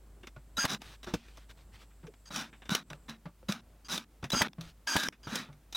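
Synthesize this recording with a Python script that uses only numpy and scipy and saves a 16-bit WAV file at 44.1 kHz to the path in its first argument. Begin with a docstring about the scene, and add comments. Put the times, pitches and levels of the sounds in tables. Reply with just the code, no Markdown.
"""A cordless nailer pins wooden slats on a workbench, close up and nearly mono, over mains hum and hiss.
First the foot scuffs the wood, handling clicks and the slats knock; then the motor whistles and winds up
through its gears, the driver snaps in a nail and the gears run out. The tool lands on the bench; between shots
loose parts tick, the sprung nose slides and once squeaks. Two more shots follow, then a last wind-up.
Sounds are shaped noise and sines: enveloped strikes, gated strokes, gear-tooth harmonics, resonant bodies."""
import sys
import numpy as np
from scipy import signal
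from scipy.fft import rfft, irfft, next_fast_len
from scipy.io import wavfile
from scipy.ndimage import uniform_filter1d, map_coordinates

SR = 44100
rng = np.random.default_rng(int(sys.argv[2]) if len(sys.argv) > 2 else 0)


def int16_out(signal):
    """Quantize to a 16-bit WAV file."""
    q = np.round(np.clip(np.atleast_2d(signal).T, -1, 1) * 32767)
    wavfile.write(sys.argv[1], SR, q.astype(np.int16))


N = 254016
T = np.arange(N) / SR

# Event levels are before the trims and envelopes in the functions; spectra and modes are relative.
# mains hum: (time [s], level [dB])
HUM_LEVEL = [(0, -55), (1.45, -54), (1.6, -58), (5.76, -60)]
# thin high hiss that drops away halfway: (time [s], level [dB])
SIZZLE_LEVEL = [(0, -81.5), (3.05, -75.5), (3.2, -92)]
# foot scuffing the wood: (time [s], level [dB], length [s], pitch [Hz])
SCUFFS = [(0.154, -61.5, 0.083, 370), (2.03, -51.5, 0.086, 414), (3.666, -69.5, 0.13, 620)]
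# glove and sleeve brushing: (time [s], level [dB], length [s])
BRUSHES = [(0.8, -54.5, .17), (1.117, -55, 0.07), (1.162, -64, 0.299), (1.483, -53.5, 0.047),
           (1.549, -67, 0.1), (1.716, -61, .15), (2.892, -63.5, 0.084), (4.599, -56.5, .13)]
# handling clicks, a few of them very short ticks: (time [s], body [dB], edge [dB], t60 [s])
CLICKS = [(0.233, -49.5, -66, 0.075), (0.271, -41, -51.5, 0.046), (0.747, -38, -44.5, .019),
          (0.818, -41.5, -48.5, 0.025), (1.031, -47, -54, 0.063), (1.043, -47.5, -51.5, 0.044),
          (1.138, -36, -39.5, 0.065), (1.283, -57.5, -70, 0.077), (1.372, -57, -58, 0.073),
          (1.511, -54, -59.5, .025), (2.069, -51, -61, .056), (2.138, -57, -68, .046),
          (2.361, -33, -34.5, .025), (2.529, -51, -75.5, 0.13), (2.62, -49.5, -72, .1),
          (2.655, -51, -65, 0.11), (2.694, -26, -34.5, 0.0026), (2.75, -22.5, -25, 0.024),
          (2.902, -41.5, -52, 0.044), (2.932, -36, -48, 0.0065), (3.096, -50, -45.5, .02),
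          (3.523, -30.5, -32, 0.016), (3.978, -34.5, -37, 0.024), (4.227, -49, -61, .04),
          (4.241, -37.5, -49, 0.081), (4.303, -36, -36.5, 0.029), (4.483, -41.5, -56, 0.009),
          (4.533, -47.5, -57, .003), (4.61, -44.5, -47, 0.044), (5.034, -33.5, -32.5, .034),
          (5.086, -29.5, -30, .0033), (5.125, -54, -66, 0.11), (5.356, -30, -30, 0.035),
          (5.528, -60.5, -69, .057), (5.726, -49, -47, 0.06)]
# knocks on slats and bench: (time [s], boom [dB], pitch [Hz], t60 [s], clack [dB])
KNOCKS = [(0.24, -48.5, 354, .024, -45.5), (0.362, -45.5, 136.5, .1, -45), (0.578, -35.5, 211, 0.052, -31),
          (0.725, -35, 208.7, 0.087, -55), (1.07, -45.5, 357, 0.21, -41.5), (1.138, -29, 288, 0.043, -26.5),
          (1.375, -55.5, 112, 0.062, -48.5), (2.035, -44.5, 160.5, 0.15, -52),
          (2.304, -46.5, 200, 0.11, -47), (2.716, -23.5, 196, 0.031, -48.5),
          (2.906, -47.5, 150.6, 0.24, -46.5), (3.087, -46.5, 224, 0.29, -56), (3.255, -40.5, 174, .11, -40),
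          (3.427, -53.5, 513, 0.044, -57), (3.489, -24, 199, 0.056, -35), (4.229, -35, 129, 0.032, -35.5),
          (4.241, -36.5, 140, 0.097, -39.5), (4.333, -32.5, 238, 0.055, -26),
          (4.347, -38, 189.6, 0.021, -24.5), (4.366, -36, 238, 0.045, -34.5),
          (4.582, -38.5, 166, 0.24, -48.5), (5.27, -42, 177, 0.091, -37.5), (5.324, -35, 228, 0.075, -63),
          (5.486, -48.5, 145.4, 0.3, -54.5)]
# motor winding up: (time [s], length [s], time to reach speed [s], gear rattle [dB], gear whine [dB],
# drive whistle [dB])
WIND_UPS = [(0.57, .081, .027, -41.5, -31.5, -33.5), (4.319, .097, 0.052, -39, -31.5, -29),
            (4.871, .095, 0.0038, -40, -34, -59.5), (5.749, .09, .04, -42, -46, -32.5)]
# lowest gear tone standing out: (time [s], level [dB], length [s], tooth rate [Hz])
DRONES = [(0.577, -35, 0.02, 1380), (4.335, -35, 0.04, 1345), (4.875, -40, 0.2, 1598)]
# faint gear chirps: (time [s], level [dB], length [s])
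CHIRPS = [(2.255, -55, .039), (3.846, -56.5, 0.031), (5.23, -54.5, 0.036)]
# nails driven: (time [s], crack [dB], thud [dB], air puff [dB])
SHOTS = [(0.653, -24.5, -31.5, -35.5), (4.419, -19, -23.5, -29.5), (4.966, -22.5, -26, -30.5)]
# sliding parts, gears running out or nose pressed or let go: (time [s], swell [s], hold [s], fade [s],
# body [dB], rasp [dB], nose ring [dB])
STROKES = [(0.676, 0.028, 0.04, .036, -38.5, -35.5, -41.5), (1.064, .004, 0.031, 0.08, -48.5, -52.5, -70),
           (2.305, 0.06, 0.052, 0.087, -39.5, -39, -49), (2.702, 0.0022, 0.061, 0.066, -36, -36, -42),
           (3.082, 0.011, .004, 0.073, -45, -49, -50), (3.484, 0.0035, .012, .11, -38.5, -38, -41),
           (3.884, 0.037, 0.034, .092, -38.5, -33, -45), (4.418, 0.0016, 0.054, .002, -36.5, -48, -63),
           (4.966, 0.0016, 0.11, 0.0018, -38, -33.5, -46), (5.268, 0.082, 0.049, 0.097, -40, -40.5, -48.5)]
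# nailer's weight landing on the bench: (time [s], level [dB])
LANDING = (1.138, -27)
# squeak of the nose in its guide: (level [dB], t60 [s], pitch [Hz])
SQUEAK = (-26, 0.02, 3570)

# gear whine: (multiple of tooth rate, level [dB])
TEETH = [(1, -7), (2, -13.5), (3, 0.5), (4, -2.5), (5, -16), (6, -22.5)]
# modes of the whole bench: (frequency [Hz], level [dB], t60 [s])
BENCH_MODES = [(62, -7, 0.12), (113, -1.5, 0.07), (181, -1.5, 0.065), (471, 1.5, 0.04)]
# resonances of the nailer's body: (frequency [Hz], width [Hz], level [dB])
HOUSING = [(234, 47.5, 15), (840, 380, -2.5), (1320, 140, 1.5), (1580, 110, 2.5), (2500, 350, 4),
           (3560, 75, 9), (3885, 21, 15), (4530, 120, -2), (5140, 143, 4.5), (5700, 200, 3)]
# resonances of the pinned slats: (frequency [Hz], width [Hz], level [dB])
SLATS = [(360, 27, 2.5), (579, 47, 7), (880, 37, 4.5), (1154, 55, 5.5), (1324, 44, 4.5), (1443, 40, 7.5)]
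# reverberation: (frequency [Hz], t60 [s])
ROOM_T60 = [(150, 0.16), (1000, .18), (4000, 0.048), (12000, 0.18)]

# noise spectra, each: (frequency [Hz], level [dB per Hz])
# room hiss
AIR_SPECTRUM = [(25, 2.5), (80, 14.5), (200, 11.5), (400, 3.5), (1000, 3), (2500, -0.5), (6000, -5),
                (8000, -4.5), (15500, -7)]
# room rumble
RUMBLE_SPECTRUM = [(20, -9), (70, 5), (170, -2.5), (300, -7.5), (600, -12), (1500, -22), (5000, -52.5)]
# brushing cloth
CLOTH_SPECTRUM = [(100, 13), (500, 0.5), (1500, 3.5), (3500, 2.5), (6500, -6.5), (10000, -13.5),
                  (16000, -17)]
# body of a click or loose-part tick
TICK_SPECTRUM = [(100, -14.5), (400, 0.5), (1200, 2), (2200, 2), (3600, -3.5), (4800, -28), (8000, -52)]
# steel rasp and click edge
RASP_SPECTRUM = [(1500, -35.5), (3000, 0), (4000, -1), (6000, 2), (7500, -6.5), (11000, -11), (16000, -16)]
# woody clack of a knock
CLACK_SPECTRUM = [(60, -2.5), (150, 8), (400, -4.5), (800, -4), (1400, -9), (2400, -15), (5000, -25.5),
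                  (12000, -51.5)]
# gear rattle
RATTLE_SPECTRUM = [(60, -42), (160, -19), (250, 4.5), (420, -14), (650, -4), (950, 1), (1400, 2),
                   (2100, -2.5), (3200, 2), (4200, -6), (5800, 0), (7500, -9), (11000, -15), (16000, -18)]
# driver crack
CRACK_SPECTRUM = [(80, -16), (200, 10.5), (420, -13), (800, 5.5), (1400, -2), (1800, 7.5), (2200, -1.5),
                  (3700, -1.5), (6000, -8.5), (8000, -12.5), (16000, -18.5)]
# shot thud
THUD_SPECTRUM = [(60, -23), (150, 5.5), (400, -7.5), (750, -2.5), (1300, -8.5), (1900, -12.5), (4000, -36),
                 (12000, -59)]
# body of a stroke
BODY_SPECTRUM = [(60, -31.5), (150, -1.5), (240, -5), (480, -6.5), (800, 0.5), (1400, 2), (2100, -4.5),
                 (3200, -8), (4500, -10.5), (8000, -41)]
# bench shaken by a stroke
BENCH_SPECTRUM = [(90, -22), (160, -2), (215, 0), (300, -5.5), (420, -19.5), (900, -45.5)]
# thin high hiss
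SIZZLE_SPECTRUM = [(6000, -37.0), (7400, -3), (7900, -3.5), (8500, -5.5), (10500, -41.5)]
# left-right difference
SIDE_SPECTRUM = [(20, -3.0), (1000, -2), (4000, -5.5), (16000, 0.5)]

HISS_DB = -70  # also scales the rumble
DIP_HISS_DB, DIP_HUM_DB = 7, 13  # deepest sink of the background around a loud sound
DIP_KNEE_DB, DIP_HOLD_S = -41.5, 0.11  # tool level giving half the dip; how long it lingers
SCUFF_WIDTH = 0.3  # band as a share of pitch
WHISTLE_S = 0.017  # whistles only while the rotor gets moving
TOOTH_HZ, TOOTH_SAG_HZ_PER_S = 1652, 800  # tooth rate sags as the piston is loaded
WHINE_SWELL_DB, WHINE_SAG_DB_PER_S = 18, 49  # grows up to speed, then weakens under load
SWELL_DB, SAG_DB_PER_S, FADE_DB = 10, 53.5, 21.5  # stroke: swells, slackens while held, fades
RASP_GROWS, RING_GROWS = 1.41, 1.4  # exponents: both follow stroke speed more steeply than the body
BENCH_FOLLOW_DB, BENCH_LAG_S = -11, 0.037  # bench takes up each stroke and rings on
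HANDLING_START_S, HANDLING_END_S, TICKS_PER_S = 1.2, 2.25, 5
TICK_DB, TICK_SPREAD_DB, TICK_T60_S = -65, 1, 0.098
SQUEAK_S = 3.977
TOP_HZ = 16100


def amp(db):
    """Decibels to gain."""
    return 10 ** (np.asarray(db) / 20)


def unit(x):
    """Scale to rms 1."""
    return x / np.sqrt(np.mean(x ** 2) + 1e-20)


def along(points, hz):
    """Interpolate (Hz, value) points on a log frequency axis."""
    point_hz, values = np.transpose(points)
    return np.interp(np.log(hz + 1), np.log(point_hz + 1), values)


def filtered(x, response):
    """Multiply the spectrum of x by a response of frequency."""
    size = next_fast_len(N + 8192)
    spectrum = rfft(x, size) * response(np.fft.rfftfreq(size, 1 / SR))
    return irfft(spectrum, size)[..., :N]


def wobble(rate_hz):
    """Smooth random curve with rate_hz knots a second."""
    knots = rng.standard_normal(int(N * rate_hz / SR) + 4)
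    return map_coordinates(knots, [T * rate_hz])


def noise(spectrum, body=np.ones_like, grain_db=0):
    """Noise of rms 1, clumped into millisecond grains and coloured by a spectrum and a body."""
    grains = rng.standard_normal(N)
    if grain_db:
        grains = grains * amp(grain_db * wobble(700))
    return unit(filtered(grains, lambda hz: amp(along(spectrum, hz)) * body(hz)))


def resonant(modes):
    """Complex response of a body, with a peak or dip at each mode."""
    return lambda hz: 1 + sum((amp(db) - 1) / (1 + 2j * (hz - centre_hz) / width_hz)
                              for centre_hz, width_hz, db in modes)


def strike(s, t60, rise):
    """Envelope of a contact: builds up to 1 at s + rise, then dies away."""
    env = np.zeros(N)
    first, last = max(int(s * SR), 0), int((s + rise + 1.5 * t60) * SR)
    t = T[first:last] - s
    env[first:last] = np.clip(t / rise, 0, 1) * amp(-60 * np.maximum(t - rise, 0) / t60)
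    return env


def gate(s, length, edge):
    """1 during a movement, with sloping edges."""
    return np.clip(np.minimum(T - s, s + length - T) / edge, 0, 1)


def phase(hz, jitter, rate_hz):
    """Phase of a tone whose speed is unsteady."""
    return 2 * np.pi * np.cumsum(hz * (1 + jitter * wobble(rate_hz))) / SR


def background(tool, mains_hz=51.0):
    """Mains hum, room rumble and hiss; all dip while the tool is loud and just after."""
    width = max(int(DIP_HOLD_S * SR), 2)
    # the averaging window looks back, so the dip lingers
    power = np.abs(uniform_filter1d(tool ** 2, width, origin=(width - 1) // 2))
    dip = power / (power + amp(DIP_KNEE_DB) ** 2)
    hum_db = np.interp(T, *np.transpose(HUM_LEVEL)) - DIP_HUM_DB * dip + 1.2 * wobble(9)
    hum = amp(hum_db) * unit(np.sin(phase(mains_hz, jitter=0.002, rate_hz=3)))
    rumble = amp(5 + 2.4 * wobble(5.34)) * noise(RUMBLE_SPECTRUM)
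    sizzle = amp(np.interp(T, *np.transpose(SIZZLE_LEVEL))) * noise(SIZZLE_SPECTRUM)
    hiss = amp(HISS_DB) * (noise(AIR_SPECTRUM) + rumble)
    return hum + amp(-DIP_HISS_DB * dip) * (sizzle + hiss)


def rub(centre_hz):
    """Narrow, rough noise band of rms 1."""
    def band(hz):
        return 1 / (1 + (2 * (hz / centre_hz - 1) / SCUFF_WIDTH) ** 2)
    return unit(filtered(rng.standard_normal(N), band))


def brushes():
    """The foot scuffs the wood in a narrow band; cloth drags unevenly as the tool is moved."""
    scuffs = sum(amp(db - 3) * gate(s, length, 0.017) * rub(hz) for s, db, length, hz in SCUFFS)
    drag = sum(amp(db) * gate(s, length, 0.029) for s, db, length in BRUSHES)
    return scuffs + amp(2 * wobble(45)) * drag * noise(CLOTH_SPECTRUM, grain_db=1.5)


def clicks():
    """Handling clicks, a few very short: housing-coloured noise with a bright edge."""
    body = sum(amp(db - 0.5) * strike(s - 0.001, t60, rise=0.0024) for s, db, _, t60 in CLICKS)
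    edge = sum(amp(db + 3.5) * strike(s - 0.001, t60, rise=0.0014) for s, _, db, t60 in CLICKS)
    housing = resonant(HOUSING)
    return body * noise(TICK_SPECTRUM, housing) + edge * noise(RASP_SPECTRUM, housing)


def knocks(bench_hz=228, bench_db=-20, bench_t60_s=0.33, smoothing_s=0.0066):
    """Slats boom at a pitch set by where they are struck; a woody clack leads, the bench rings on."""
    boom, clack, bench = np.zeros((3, N))
    turns = rng.uniform(0, 2 * np.pi, (len(KNOCKS), 2))
    for (s, db, hz, t60, clack_db), (low_turn, high_turn) in zip(KNOCKS, turns):
        # smooth each knock's envelope, for a soft, rounded onset
        rounded = uniform_filter1d(strike(s, t60, rise=0.0058), max(int(smoothing_s * SR), 1))
        swing = amp(db + 3.5) * rounded
        live = swing > 1e-6
        angle = 2 * np.pi * hz * (T[live] - s)
        low = amp(-12.0) * np.sin(0.7 * angle + low_turn)
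        high = amp(-18.5) * np.sin(1.7 * angle + high_turn)
        boom[live] += swing[live] * (np.sin(angle) + low + high)
        clack += amp(clack_db - 1) * strike(s, 0.98 * t60, rise=0.0018)
        bench += amp(db + bench_db) * strike(s, bench_t60_s, rise=0.005)
    slats = resonant(SLATS)
    woody = clack * noise(CLACK_SPECTRUM, lambda hz: slats(hz) ** 1.37)
    return boom + woody + bench * np.sin(phase(bench_hz, jitter=0.0601, rate_hz=80))


def motor(mesh_hz=1605, line_hz=140, drive_hz=3905, chirp_rattle_db=-6, fuzzy_db=-3, clean_db=-4):
    """The switched drive whistles, then the gears whine and rattle, slowing a little under load."""
    rattle, whine, current, loaded_s = np.zeros((4, N))
    for s, length, spin_up, rattle_db, whine_db, whistle_db in WIND_UPS:
        running = gate(s - 0.0015, length + 0.00316, 0.0026)
        speed = np.clip((T - s) / spin_up, 0, 1)
        sag_db = WHINE_SAG_DB_PER_S * np.clip(T - s - spin_up, 0, length)
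        rattle += amp(rattle_db + 2.5) * running
        whine += amp(whine_db - WHINE_SWELL_DB * (1 - speed) - sag_db) * running
        current += amp(whistle_db) * gate(s - 0.002, WHISTLE_S, 0.0027)
        loaded_s += (T - s) * (running > 0)
    chirps = sum(amp(db) * gate(s, length, 0.0023) for s, db, length in CHIRPS)

    # teeth mesh unevenly: each multiple of the tooth rate is a line with a fuzzy skirt
    def lines(hz):
        return sum(amp(db) / (1 + ((hz - k * mesh_hz) / line_hz) ** 2) for k, db in TEETH)

    fuzzy = unit(filtered(rng.standard_normal(N), lines))
    meshing = phase(TOOTH_HZ - TOOTH_SAG_HZ_PER_S * loaded_s, jitter=0.012, rate_hz=400)
    clean = unit(sum(amp(db) * np.sin(k * meshing) for k, db in TEETH))
    gears = (amp(fuzzy_db) * whine + chirps) * fuzzy + amp(clean_db) * whine * clean
    drone = sum(amp(db) * gate(s, length, 0.0027) * unit(np.sin(phase(hz, jitter=0.045, rate_hz=500)))
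                for s, db, length, hz in DRONES)
    switching = phase(drive_hz, jitter=0.011, rate_hz=280)
    overtones = amp(-24) * np.sin(2 * switching) + amp(-21) * np.sin(3 * switching)
    whistle = current * unit(np.sin(switching) + overtones)
    clatter = (rattle + amp(chirp_rattle_db) * chirps) * noise(RATTLE_SPECTRUM, grain_db=2)
    return gears + drone + whistle + clatter


def shots(puff_hz=95):
    """The piston lets go with a thud and a puff of air; the driver then cracks the nail home."""
    crack, thud, puff = np.zeros((3, N))
    for s, crack_db, thud_db, puff_db in SHOTS:
        crack += amp(crack_db + 2.5) * strike(s - 0.0025, t60=0.041, rise=0.002)
        thud += amp(thud_db) * strike(s - 0.012, t60=0.066, rise=0.0032)
        cycles = (T - s + 0.0039) * puff_hz
        bell = np.exp(-np.minimum(1.9 * cycles ** 2, 50))
        puff -= amp(puff_db) * np.cos(2 * np.pi * cycles) * bell
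    return crack * noise(CRACK_SPECTRUM) + thud * noise(THUD_SPECTRUM, resonant(SLATS)) + puff


def stroke_speed(s, swell, hold, fade):
    """Speed of a sliding part: it swells to 1, slackens while held, fades and stops."""
    t = T - s
    loss_db = (SWELL_DB * np.clip(1 - t / swell, 0, 1) + SAG_DB_PER_S * np.clip(t - swell, 0, hold)
               + FADE_DB * np.clip((t - swell - hold) / fade, 0, 1))
    return amp(-loss_db) * gate(s, swell + hold + fade, 0.001)


def strokes(ring_hz=3912):
    """Sliding steel and plastic rasp in the housing and shake the bench; the loose nose chatters, rings."""
    body, rasp, ring = np.zeros((3, N))
    for s, swell, hold, fade, body_db, rasp_db, ring_db in STROKES:
        speed = stroke_speed(s, swell, hold, fade)
        body += amp(body_db) * speed
        rasp += amp(rasp_db - 3.0) * speed ** RASP_GROWS
        ring += amp(ring_db) * speed ** RING_GROWS
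    flutter = amp(3 * np.clip(wobble(220), -2, 1.5))
    steel = flutter * np.sin(2 * np.pi * ring_hz * T + 1.1 * wobble(200))
    keep = np.exp(-1 / (BENCH_LAG_S * SR))
    lagged = signal.lfilter([1 - keep], [1, -keep], body)
    bench = amp(BENCH_FOLLOW_DB) * lagged * noise(BENCH_SPECTRUM)
    housing = resonant(HOUSING)
    slide = body * noise(BODY_SPECTRUM, housing, grain_db=1.5)
    scrape = rasp * noise(RASP_SPECTRUM, housing, grain_db=2.5)
    return slide + scrape + ring * steel + bench


def landing():
    """The whole bench gives a dull bump under the tool."""
    s, db = LANDING
    return sum(amp(db + mode_db) * strike(s, t60, rise=0.003) * np.sin(2 * np.pi * hz * (T - s))
               for hz, mode_db, t60 in BENCH_MODES)


def loose_parts():
    """Faint chance ticks in the housing while the tool is carried."""
    count = max(round((HANDLING_END_S - HANDLING_START_S) * TICKS_PER_S), 1)
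    ticks = np.zeros(N)
    for k, (late, size) in enumerate(rng.uniform(-1, 1, (count, 2))):
        s = HANDLING_START_S + (k + (1 + late) / 2) / TICKS_PER_S
        ticks += amp(TICK_DB + TICK_SPREAD_DB * size) * strike(s, TICK_T60_S, rise=0.0036)
    return ticks * noise(TICK_SPECTRUM, resonant(HOUSING))


def squeak():
    """The nose sticks for an instant and squeaks: a decaying, unsteady sine."""
    db, t60, hz = SQUEAK
    tone = np.sin(phase(hz, jitter=0.0059, rate_hz=200))
    return amp(db) * strike(SQUEAK_S, t60, rise=0.002) * tone


def patchy(x, depth_db):
    """Random patches of gain over time and frequency make the tone uneven."""
    z = signal.stft(x, nperseg=512)[2]
    field = uniform_filter1d(rng.standard_normal(z.shape), 2, axis=0)
    field = uniform_filter1d(field, 12, axis=1)
    gain = amp(depth_db * np.clip(unit(field), -2, 2))
    return signal.istft(z * gain, nperseg=512)[1][:N]


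def workshop(x):
    """A short answer from the bench and the plywood wall: decaying noise, convolved."""
    hz, t, z = signal.stft(rng.standard_normal(SR // 3), SR, nperseg=256)
    decay = amp(-60 * t / along(ROOM_T60, hz)[:, None])
    tail = signal.istft(z * decay, SR, nperseg=256)[1]
    return signal.fftconvolve(x, tail / np.linalg.norm(tail))[:N]


def scene():
    """Everything sits in the middle, with only a trace of width."""
    uneven = patchy(brushes() + clicks() + motor() + strokes(), depth_db=2.2)
    tool = uneven + knocks() + shots() + landing() + loose_parts() + squeak()
    mid = tool + amp(-28.0) * workshop(tool) + background(tool)
    side = amp(-78) * noise(SIDE_SPECTRUM)
    return np.array([mid + side, mid - side])


def record(dry):
    """Round off the highest peaks, then remove everything from TOP_HZ up."""
    top, hardness = 0.19, 4
    rounded = dry / (1 + np.abs(dry / top) ** hardness) ** (1 / hardness)
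    return filtered(rounded, lambda hz: hz < TOP_HZ)


dry = scene()
out = record(dry)
int16_out(out)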